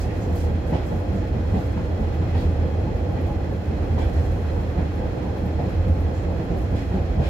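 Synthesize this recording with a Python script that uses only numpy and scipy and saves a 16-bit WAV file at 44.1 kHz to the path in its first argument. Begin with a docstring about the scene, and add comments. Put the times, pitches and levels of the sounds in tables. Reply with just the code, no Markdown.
"""Inside a diesel railcar running at a steady speed on jointed track.
From the start two underfloor engines beat over the rumble of the body and the roar of the wheels,
an out-of-round wheel drums the floor once a turn, and small fittings tick and sizzle nearby.
From 0.7 s a rail joint every 0.8 s thumps up through the floor, often with a clank of steel and a chatter
of doors and windows. The body booms in occasional dips; after 6.3 s the thumps come in a quick run."""
import sys
import numpy as np
from scipy import signal
from scipy.fft import rfft, irfft
from scipy.io import wavfile

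SR = 44100
rng = np.random.default_rng(int(sys.argv[2]) if len(sys.argv) > 2 else 0)


def wrap_up_sound(samples):
    """Save the sound to the file named by the first command line argument, as 16-bit audio."""
    columns = np.atleast_2d(samples).T
    # keep every value between -1 and 1, then stretch to whole-number steps
    tamed = np.clip(columns, -1, 1)
    steps = np.round(tamed * 32767).astype(np.int16)
    wavfile.write(sys.argv[1], SR, steps)


N = 321489
TIME, FREQ = np.arange(N) / SR, np.fft.rfftfreq(N, 1 / SR)


def amp(db):
    """Amplitude ratio of a level in decibels."""
    return 10 ** (np.asarray(db) / 20)


def unit(x):
    """Normalisation to rms 1."""
    return x / np.sqrt(np.mean(x ** 2) + 1e-20)


def over_hz(points):
    """Interpolation on a logarithmic frequency axis."""
    hz, value = np.transpose(points)
    return np.interp(np.log(FREQ + 1), np.log(hz + 1), value)


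def over_time(rows):
    """Gain per sample, interpolated in decibels."""
    return amp(np.interp(TIME, *np.transpose(rows)))


def band(points):
    """Band-pass spectrum in dB, falling 60 dB per octave beyond its end points."""
    octaves_outside = np.maximum(np.log2(points[0][0] / (FREQ + 1)), np.log2((FREQ + 1) / points[-1][0]))
    return over_hz(points) - 60 * np.maximum(octaves_outside, 0)


def resonances(modes):
    """Each mode adds a Lorentzian peak to a spectrum in dB."""
    return sum(db / (1 + (2 * (FREQ - hz) / width) ** 2) for hz, width, db in modes)


def wander(rate_hz):
    """Random modulation: low-pass noise of rms 1."""
    return unit(irfft(rfft(rng.standard_normal(N)) * np.exp(-(FREQ / rate_hz) ** 2), N))


def steady(x, seconds):
    """Division by the running rms evens out swells slower than the given time."""
    window = np.exp(-(FREQ * seconds) ** 2)
    power = np.abs(irfft(rfft((x ** 2).mean(0)) * window, N))
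    return x / np.sqrt(power + 1e-9)


def blow(start_s, rise_s, t60_s):
    """Envelope of a damped response: a quick rise to 1, then exponential decay."""
    age = np.maximum(TIME - start_s, 0)
    shape = (1 - np.exp(-age / rise_s)) * np.exp(-np.log(1000) * np.minimum(age / t60_s, 10))
    return shape / (shape.max() + 1e-9)


def contacts(per_s):
    """Poisson process: independent impacts of random size, rms 1."""
    return unit(rng.standard_normal(N) * (rng.random(N) < per_s / SR))


# likeness of the sound at the two ears: frequency_hz, coherence_ratio
COHERENCE = [(30, .99), (90, .98), (150, .99), (250, 0.82), (500, 0.59), (800, 0.17), (1200, 0)]
def diffuse(shape_db):
    """Diffuse field: long waves reach both ears alike, short waves are uncorrelated."""
    a, b = rfft(rng.standard_normal((2, N)))
    coherence = np.clip(over_hz(COHERENCE), 0, 1)
    mid, side = a * np.sqrt(1 + coherence), b * np.sqrt(1 - coherence)
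    return unit(irfft(np.array([mid + side, mid - side]) * amp(shape_db), N))


def ring_out(force, shape_db, t60_s):
    """Convolution: each impact excites the same decaying response in the saloon."""
    tail = (diffuse(shape_db) * blow(0, rise_s=0.0006, t60_s=t60_s))[:, :SR // 3]
    return signal.oaconvolve(force[None], tail / np.sqrt(np.sum(tail ** 2) / 2), axes=1)[:, :N]


# response of the car body: frequency_hz, density_db
BODY_SPECTRUM = [(20, -26), (27, -21), (35, -20), (41, -7.5), (46, 5), (55, -1), (67, 9.5), (75, 2),
                 (84, 2), (98, 3.5), (113, -1.5)]
# rumble from the roughness of the track: time_s, level_db
TRACK_ROUGHNESS = [(0, -27.5), (.5, -29.5), (.95, -27), (1.4, -26.5), (1.8, -29), (2.05, -28.5), (2.5, -31),
                   (2.65, -34), (2.85, -25), (3.3, -30), (3.7, -29), (4.12, -26), (4.35, -28), (4.8, -29),
                   (5.3, -30.5), (5.9, -26.5), (6.35, -30), (6.7, -25), (7.29, -27)]
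def body_rumble(gain_db=0.87, lumpy_db=0.9):
    """Random forcing: rough track drives the low resonances of the body unevenly."""
    rumble = over_time(TRACK_ROUGHNESS) * steady(diffuse(band(BODY_SPECTRUM)), seconds=0.21)
    return amp(gain_db + lumpy_db * wander(rate_hz=31.0)) * rumble


# partials of an engine: firing_rate_ratio, level_db
ENGINE_ORDERS = [(.5, -13.5), (1, -1.5), (1.5, -17.5), (2, -20), (2.5, -47), (3.5, -29), (6, -25)]
# drone of each engine: time_s, firing_hz, level_db
NEAR_DRONE = [(0, 80.18, -29.0), (0.2, 80.56, -30.5), (0.45, 79.81, -23.0), (0.75, 79.62, -28.5),
              (1.05, 78.96, -39.0), (1.7, 79.71, -30.5), (2.4, 80.76, -25.5), (2.8, 79.36, -28.0),
              (3.1, 79.15, -35.5), (3.5, 79.45, -31.5), (4.1, 80.29, -26.0), (4.7, 79.92, -28.0),
              (5.2, 79.11, -32.5), (5.9, 79.69, -28.0), (6.3, 80.2, -29.0), (6.6, 78.07, -41.5),
              (7, 80.15, -30.5), (7.29, 80.17, -27.0)]
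FAR_DRONE = [(0, 87.59, -33.0), (0.8, 87.33, -35.0), (1.2, 87.5, -31.5), (1.9, 87.7, -35.0),
             (2.4, 87.72, -27.0), (2.75, 87.1, -31.5), (3.2, 87.92, -28.5), (3.85, 88.5, -41.5),
             (4.25, 88.15, -28.5), (4.65, 88.39, -33.0), (5, 86.29, -41.0), (5.5, 88.39, -41.5),
             (5.9, 87.58, -25.0), (6.3, 87.32, -34.5), (6.7, 88.66, -33.5), (7.29, 88.43, -33.5)]
# brief surges of both drones: centre_s, lift_db
DRONE_SURGES = [(.43, 3), (2.48, 2.5), (3.95, 2), (4.18, 0), (5.91, 4)]
def engines(gain_db=0.5, uneven_db=1.5, left_lead_rad=0.23, in_step_s=0.028, surge_s=0.031):
    """Beating: two engines fire at slightly different rates, so their sum throbs."""
    out = np.zeros((2, N))
    lead = np.array([[left_lead_rad], [0]])  # the saloon's standing wave: the left ear leads
    offsets = rng.random(len(ENGINE_ORDERS))
    for rows in (NEAR_DRONE, FAR_DRONE):
        time_s, firing_hz, level_db = np.transpose(rows)
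        cycles = np.cumsum(np.interp(TIME, time_s, firing_hz)) / SR
        cycles -= np.interp(in_step_s, TIME, cycles)
        hum = sum(amp(db) * np.sin(2 * np.pi * (order * cycles + offset) + lead)
                  for (order, db), offset in zip(ENGINE_ORDERS, offsets))
        out += np.interp(TIME, time_s, amp(level_db)) * amp(uneven_db * wander(rate_hz=4.7)) * unit(hum)
    surge_db = sum(db * np.exp(-((TIME - centre_s) / surge_s) ** 2) for centre_s, db in DRONE_SURGES)
    return amp(gain_db + surge_db) * out


def wheel_bump(turns_hz=4.643, low_spot_s=0.074, sharpness=1.6):
    """Periodic forcing: a pulse rises to 1 each time the wheel's low spot meets the rail."""
    return np.exp(sharpness * (np.cos(2 * np.pi * turns_hz * (TIME - low_spot_s)) - 1))


# response of the floor: frequency_hz, density_db
FLOOR_SPECTRUM = [(116, 5.5), (132, 4.5), (147, 2.5), (165, 1.5), (184, 7), (205, 0.5), (224, 3),
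                  (243, -3.5), (256, -8)]
# how hard the out-of-round wheel bears on the rail at each turn: time_s, lift_db
WHEEL_LOADING = [(0, 6.5), (1.3, 9.5), (2.0, 7.5), (3.6, 7.5), (4.4, 5), (5.4, 8), (6.2, 3), (6.6, 6),
                 (7.29, 8)]
def floor_drumming(level_db=-35.0):
    """Amplitude modulation: the out-of-round wheel swells the floor's noise once a turn."""
    vibration = steady(diffuse(band(FLOOR_SPECTRUM)), seconds=0.46)
    return amp(level_db) * over_time(WHEEL_LOADING) ** wheel_bump() * vibration


# midrange of the wheels on the rails: frequency_hz, density_db
ROAR_SPECTRUM = [(258, 2), (310, 2.5), (355, -2), (440, -3), (478, 1), (530, -2), (620, -6), (750, -7),
                 (840, -7), (910, -15), (1050, -19.5)]
def wheel_roar(level_db=-32.0, bump_db=1.57, uneven_db=1.0):
    """Rolling noise: the wheels roar on the rails, a little louder once a turn."""
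    gain = amp(level_db + bump_db * wheel_bump() + uneven_db * wander(rate_hz=14.0))
    return gain * steady(diffuse(band(ROAR_SPECTRUM)), seconds=0.085)


# treble of the rolling noise: frequency_hz, density_db
HISS_SPECTRUM = [(1000, 2), (1350, 1.1), (1700, 0.5), (1900, -1.1), (2300, -5), (2950, -9), (3700, -13.5),
                 (4600, -17.5), (5600, -18.5), (6500, -22.5), (7300, -21.5), (7900, -29.5), (10000, -29.5),
                 (15500, -33)]
# modes of the wheel discs: centre_hz, width_hz, lift_db
DISC_MODES = [(2000, 68, 2.5), (2524, 120, 5), (3270, 116, 7), (4195, 380, 7.5), (5110, 220, 6),
              (6050, 200, 3.5), (7030, 350, 3.5)]
# hiss along the track: time_s, level_db
HISS_CURVE = [(0, -44), (.55, -44.5), (1.35, -45), (1.6, -44.5), (1.95, -44.5), (2.3, -44), (2.8, -45.3),
              (3.2, -45), (3.55, -45.6), (3.85, -44), (4.2, -44), (4.6, -44.5), (5.2, -44.5), (6.5, -45),
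              (7.29, -44)]
def wheel_hiss(jolt_db=2.1, flutter_db=0.58):
    """Resonant filtering: the wheel discs ring faintly in a hiss that swells after each jolt."""
    hiss = over_time(HISS_CURVE) * diffuse(band(HISS_SPECTRUM) + resonances(DISC_MODES))
    return amp(jolt_db * jolts() + flutter_db * wander(rate_hz=20.0)) * hiss


# response of small metal fittings: frequency_hz, density_db
FITTING_SPECTRUM = [(6000, -20), (9800, -8), (11300, -8), (12000, -7), (12650, 0), (14000, -6), (16000, -5)]
# ticks of those fittings: start_s, level_db, left_over_right_db, pitch_hz
FITTING_TICKS = [(.355, -43, 2, 12350), (.7026, -51, 3, 11200), (.8708, -56, -1.5, 12100),
                 (1.155, -56, -1.5, 11300), (1.5846, -59, 1, 11500), (2.1399, -58, -3, 12300),
                 (2.9538, -57, 3, 11100), (3.1436, -59, -1.5, 11400), (3.2069, -50, -1.5, 11600),
                 (3.2644, -54, -1, 12600), (3.5232, -56, -2.5, 11600), (3.8231, -58, 4, 10400),
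                 (4.1339, -54, -5, 11300), (4.195, -55, -2, 11600), (4.32, -54, -4, 11500),
                 (4.9494, -53, -1, 10800), (5.3745, -52, -3.5, 11100), (5.4563, -51, -2, 12100),
                 (5.6953, -52, 2, 11200), (5.878, -52, -3, 11200), (6.0026, -52.5, -5, 11000),
                 (6.308, -57, -4, 11000), (6.4371, -56, -2, 10900), (6.5723, -54, -2.5, 11600)]
def fitting_ticks(click_db=-12.0, ring_db=-8.5, ring_width_hz=850.0):
    """Impact excitation: a bright click, then a narrow band ringing at each part's own pitch."""
    noise = diffuse(band(FITTING_SPECTRUM))
    blur = np.array([wander(ring_width_hz), wander(ring_width_hz)])
    out = np.zeros((2, N))
    for start_s, db, pan_db, hz in FITTING_TICKS:
        click = amp(click_db) * blow(start_s, rise_s=0.0015, t60_s=0.1) * noise
        ring = amp(ring_db) * blow(start_s, rise_s=0.003, t60_s=0.15) * np.sin(2 * np.pi * hz * TIME)
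        out += amp([[db + pan_db / 2], [db - pan_db / 2]]) * (click + blur * ring)
    return out


# sizzle of loose trim: frequency_hz, density_db
TRIM_SPECTRUM = [(6000, 4.5), (8000, 0), (9700, -5.5), (11300, 2.5), (13000, -6), (15500, -7)]
# modes of its faint tinkles: centre_hz, width_hz, lift_db
TRIM_MODES = [(10550, 300, 3), (11250, 350, 6), (11920, 150, 2), (12600, 300, 4)]
# bursts of shaking: centre_s, half_length_s, level_db
TRIM_FLURRIES = [(0, 0.058, -58), (.17, 0.16, -68), (0.392, 0.067, -58), (.69, .04, -66), (.89, 0.052, -63),
                 (.98, .03, -68), (1.62, 0.12, -66), (2.41, .04, -65), (3.28, .04, -70), (3.67, .05, -71),
                 (4.25, 0.29, -67), (6.612, .05, -63), (6.832, .05, -68), (7.28, .04, -67)]
def loose_trim(sizzle_db=-1.7, grain_db=1.5, tinkle_db=-8.5, rest_db=-67.0, tremble_db=1.3):
    """Contact noise: vibrating trim sizzles and tinkles, now and then breaking into a flurry."""
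    sizzle = amp(sizzle_db + grain_db * wander(rate_hz=31.0)) * diffuse(band(TRIM_SPECTRUM))
    shape_db = band(FITTING_SPECTRUM) + resonances(TRIM_MODES)
    tinkles = amp(tinkle_db) * ring_out(contacts(per_s=130.0), shape_db, t60_s=0.11)
    flurries = sum(amp(db) * np.exp(-((TIME - centre_s) / half_s) ** 2)
                   for centre_s, half_s, db in TRIM_FLURRIES)
    tremble = amp(rest_db + tremble_db * wander(rate_hz=10.0))
    return (tremble + flurries) * (sizzle + tinkles)


# modes of the metal door and window frames: centre_hz, width_hz, lift_db
FRAME_RESONANCES = [(1920, 450, 7), (2460, 260, 4), (3320, 240, 6.5), (4100, 250, 3.5), (4930, 420, 5.5),
                    (5650, 160, 6), (7120, 340, 7.5)]
# doors and windows chattering: start_s, length_s, level_db, centre_hz, spread_octaves
PANEL_RATTLES = [(0., 0.021, -44.5, 5400, 1.1), (0.06, 0.11, -48.5, 2150, 0.49),
                 (0.203, 0.045, -54, 5800, 0.56), (0.35, 0.105, -50.5, 5240, 1.2),
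                 (0.73, 0.047, -44, 2700, 0.75), (.855, .04, -59, 7000, .6), (1.146, .06, -59, 6000, .5),
                 (1.555, .09, -58, 3500, .7), (2.265, 0.086, -50.5, 2000, 0.74),
                 (2.342, 0.025, -42, 1700, 1), (2.363, 0.085, -48.5, 3200, 0.84),
                 (3.162, 0.035, -47, 2000, 0.54), (3.23, .07, -55, 2400, .7),
                 (3.978, 0.022, -44, 3000, 0.92), (4.0, 0.055, -43, 1850, 1.1), (4.13, .16, -61, 6000, .7),
                 (4.77, 0.073, -46.5, 1720, 0.64), (6.13, 0.1, -60, 6500, 0.48),
                 (6.748, 0.085, -47.5, 2400, 1.2), (7.217, 0.12, -43, 2000, 1.03)]
def panel_rattles(gain_db=-1.2, contacts_per_s=2600.0, skew=0.35, detune=0.035):
    """Repeated impact: a loose panel excites the modes of its frame, no two frames tuned alike."""
    out = np.zeros((2, N))
    for start_s, length_s, db, centre_hz, spread_octaves in PANEL_RATTLES:
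        progress = np.clip((TIME - start_s) / length_s, 0, 1)
        envelope = np.sqrt(np.abs(np.sin(np.pi * progress ** skew)))  # hardest early on
        force = contacts(contacts_per_s) * envelope
        force *= np.sqrt(length_s * SR / (np.sum(force ** 2) + 1e-9))  # rms 1 over the rattle
        panel_db = -30 * np.log10(1 + (np.log2((FREQ + 1) / centre_hz) / spread_octaves) ** 2)
        tuning = 1 + detune * rng.uniform(-0.91, 1)
        frame_db = resonances([(hz * tuning, width, lift) for hz, width, lift in FRAME_RESONANCES])
        out += amp(db) * ring_out(force, panel_db + frame_db, t60_s=0.26)
    return amp(gain_db) * out


# modes of the steel running gear: pitch_ratio, level_db, t60_s
GEAR_MODES = [(0.999, -2.5, 0.2), (1.08, -13, 0.13), (1.15, -8.5, 0.1), (2.3, -20.5, 0.18)]
# blows on the gear: start_s, level_db, pitch_hz
GEAR_CLANKS = [(.724, -24, 842), (.915, -32, 850), (1.54, -28, 814), (1.77, -29, 853), (2.02, -31.5, 860),
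               (2.348, -28.5, 802), (2.41, -35, 830), (2.868, -30, 857), (3.161, -33, 838), (3.3, -32, 835),
               (3.976, -26.5, 915), (4.585, -30, 843), (5.01, -31, 820), (5.585, -31, 833),
               (6.06, -33, 825), (6.41, -34, 843), (6.915, -29, 820), (7.19, -31, 830)]
def gear_clanks(rise_s=0.0025):
    """Modal decay: struck steel rings briefly as a sum of damped, inharmonic sinusoids."""
    out = np.zeros((2, N))
    for start_s, db, hz in GEAR_CLANKS:
        for ratio, mode_db, t60_s in GEAR_MODES:
            ringing = (TIME >= start_s) & (TIME < start_s + t60_s)
            age = TIME[ringing] - start_s
            envelope = (1 - np.exp(-age / rise_s)) * np.exp(-np.log(1000) * age / t60_s)
            phase = 2 * np.pi * (hz * ratio * age + rng.random((2, 1)))
            out[:, ringing] += amp(db + mode_db) * envelope * np.sin(phase)
    return out


# the car dropping into dips: start_s, peak_db, pitch_hz
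DIP_BOOMS = [(0.691, -25, 95), (1.52, -20, 93.5), (1.99, -26, 44), (2.311, -24, 104), (2.43, -18, 44),
             (3.3, -29, 43), (4.049, -18, 52), (4.142, -23, 73), (7.17, -19.5, 68.5)]
def body_booms():
    """Free vibration: after a dip the whole body swings for a few slow cycles."""
    out = np.zeros(N)
    for start_s, db, hz in DIP_BOOMS:
        phase = 2 * np.pi * (hz * (TIME - start_s) + rng.random())
        out += amp(db) * blow(start_s, rise_s=0.059, t60_s=0.13) * np.sin(phase)
    return out


# floor thumps from rail joints and the hardest turns of the out-of-round wheel:
# start_s, thud_db, pitch_hz, knock_db
FLOOR_THUMPS = [(0.719, -12, 163, -26.5), (0.916, -24, 182, -46), (1.533, -17, 182, -30),
                (2.346, -26, 151, -32), (3.162, -27, 153, -34), (3.972, -36, 266, -29),
                (4.774, -18, 178.4, -34), (5.584, -18.5, 146, -30), (6.39, -21.5, 160, -34),
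                (6.497, -16, 173, -32.5), (6.724, -17.5, 185, -35), (6.936, -17.5, 185.5, -31.5),
                (7.188, -15, 139, -28)]
# knock of the running gear: frequency_hz, density_db
KNOCK_SPECTRUM = [(250, 11), (480, 4), (700, 5.5), (900, -2.5), (1020, -10.5), (1200, -22), (1900, -21.5),
                  (3500, -32)]
def floor_thumps(thud_gain_db=-3.5, octave_db=-18.0):
    """Structure-borne sound: each blow swings the floor for a few cycles under a knock of the gear."""
    thud, knock = np.zeros(N), np.zeros(N)
    for start_s, thud_db, hz, knock_db in FLOOR_THUMPS:
        phase = 2 * np.pi * (hz * (TIME - start_s) + rng.random())
        swing = np.sin(phase) + amp(octave_db) * np.sin(2 * phase)
        thud += amp(thud_db) * blow(start_s, rise_s=0.028, t60_s=0.1) * swing
        knock += amp(knock_db) * blow(start_s, rise_s=0.0073, t60_s=0.48)
    return amp(thud_gain_db) * thud + knock * diffuse(band(KNOCK_SPECTRUM))


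def jolts(rise_s=0.015, t60_s=0.5):
    """Linear response: the thumps shake the car in proportion to their knocks; 1 at the hardest."""
    shake = sum(amp(knock_db) * blow(start_s, rise_s, t60_s) for start_s, _, _, knock_db in FLOOR_THUMPS)
    return shake / shake.max()


# level difference between the ears: frequency_hz, left_over_right_db
SEAT_BALANCE = [(60, -3.5), (92, -1), (140, -2.5), (210, 1.5), (330, -2), (500, -2), (770, -0.5),
                (1170, -1), (1790, -2.5), (2740, -0.5), (4190, -1.5), (6410, -3), (9810, 0), (15000, -1)]
def scene():
    """Superposition of all sources at a window seat, with the open saloon to the right."""
    saloon = body_rumble() + engines() + body_booms()
    saloon += floor_drumming() + wheel_roar() + wheel_hiss()
    saloon += floor_thumps() + gear_clanks() + panel_rattles() + loose_trim() + fitting_ticks()
    left_db = over_hz(SEAT_BALANCE) / 2
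    return irfft(rfft(saloon) * amp([left_db, -left_db]), N)


def record(dry, cutoff_hz=15720):
    """Band limiting: a steep linear-phase low-pass removes the highest treble."""
    lowpass = signal.firwin(1023, cutoff_hz, window=("kaiser", 9), fs=SR)
    return signal.oaconvolve(dry, lowpass[None], "same")


dry = scene()
out = record(dry)
wrap_up_sound(out)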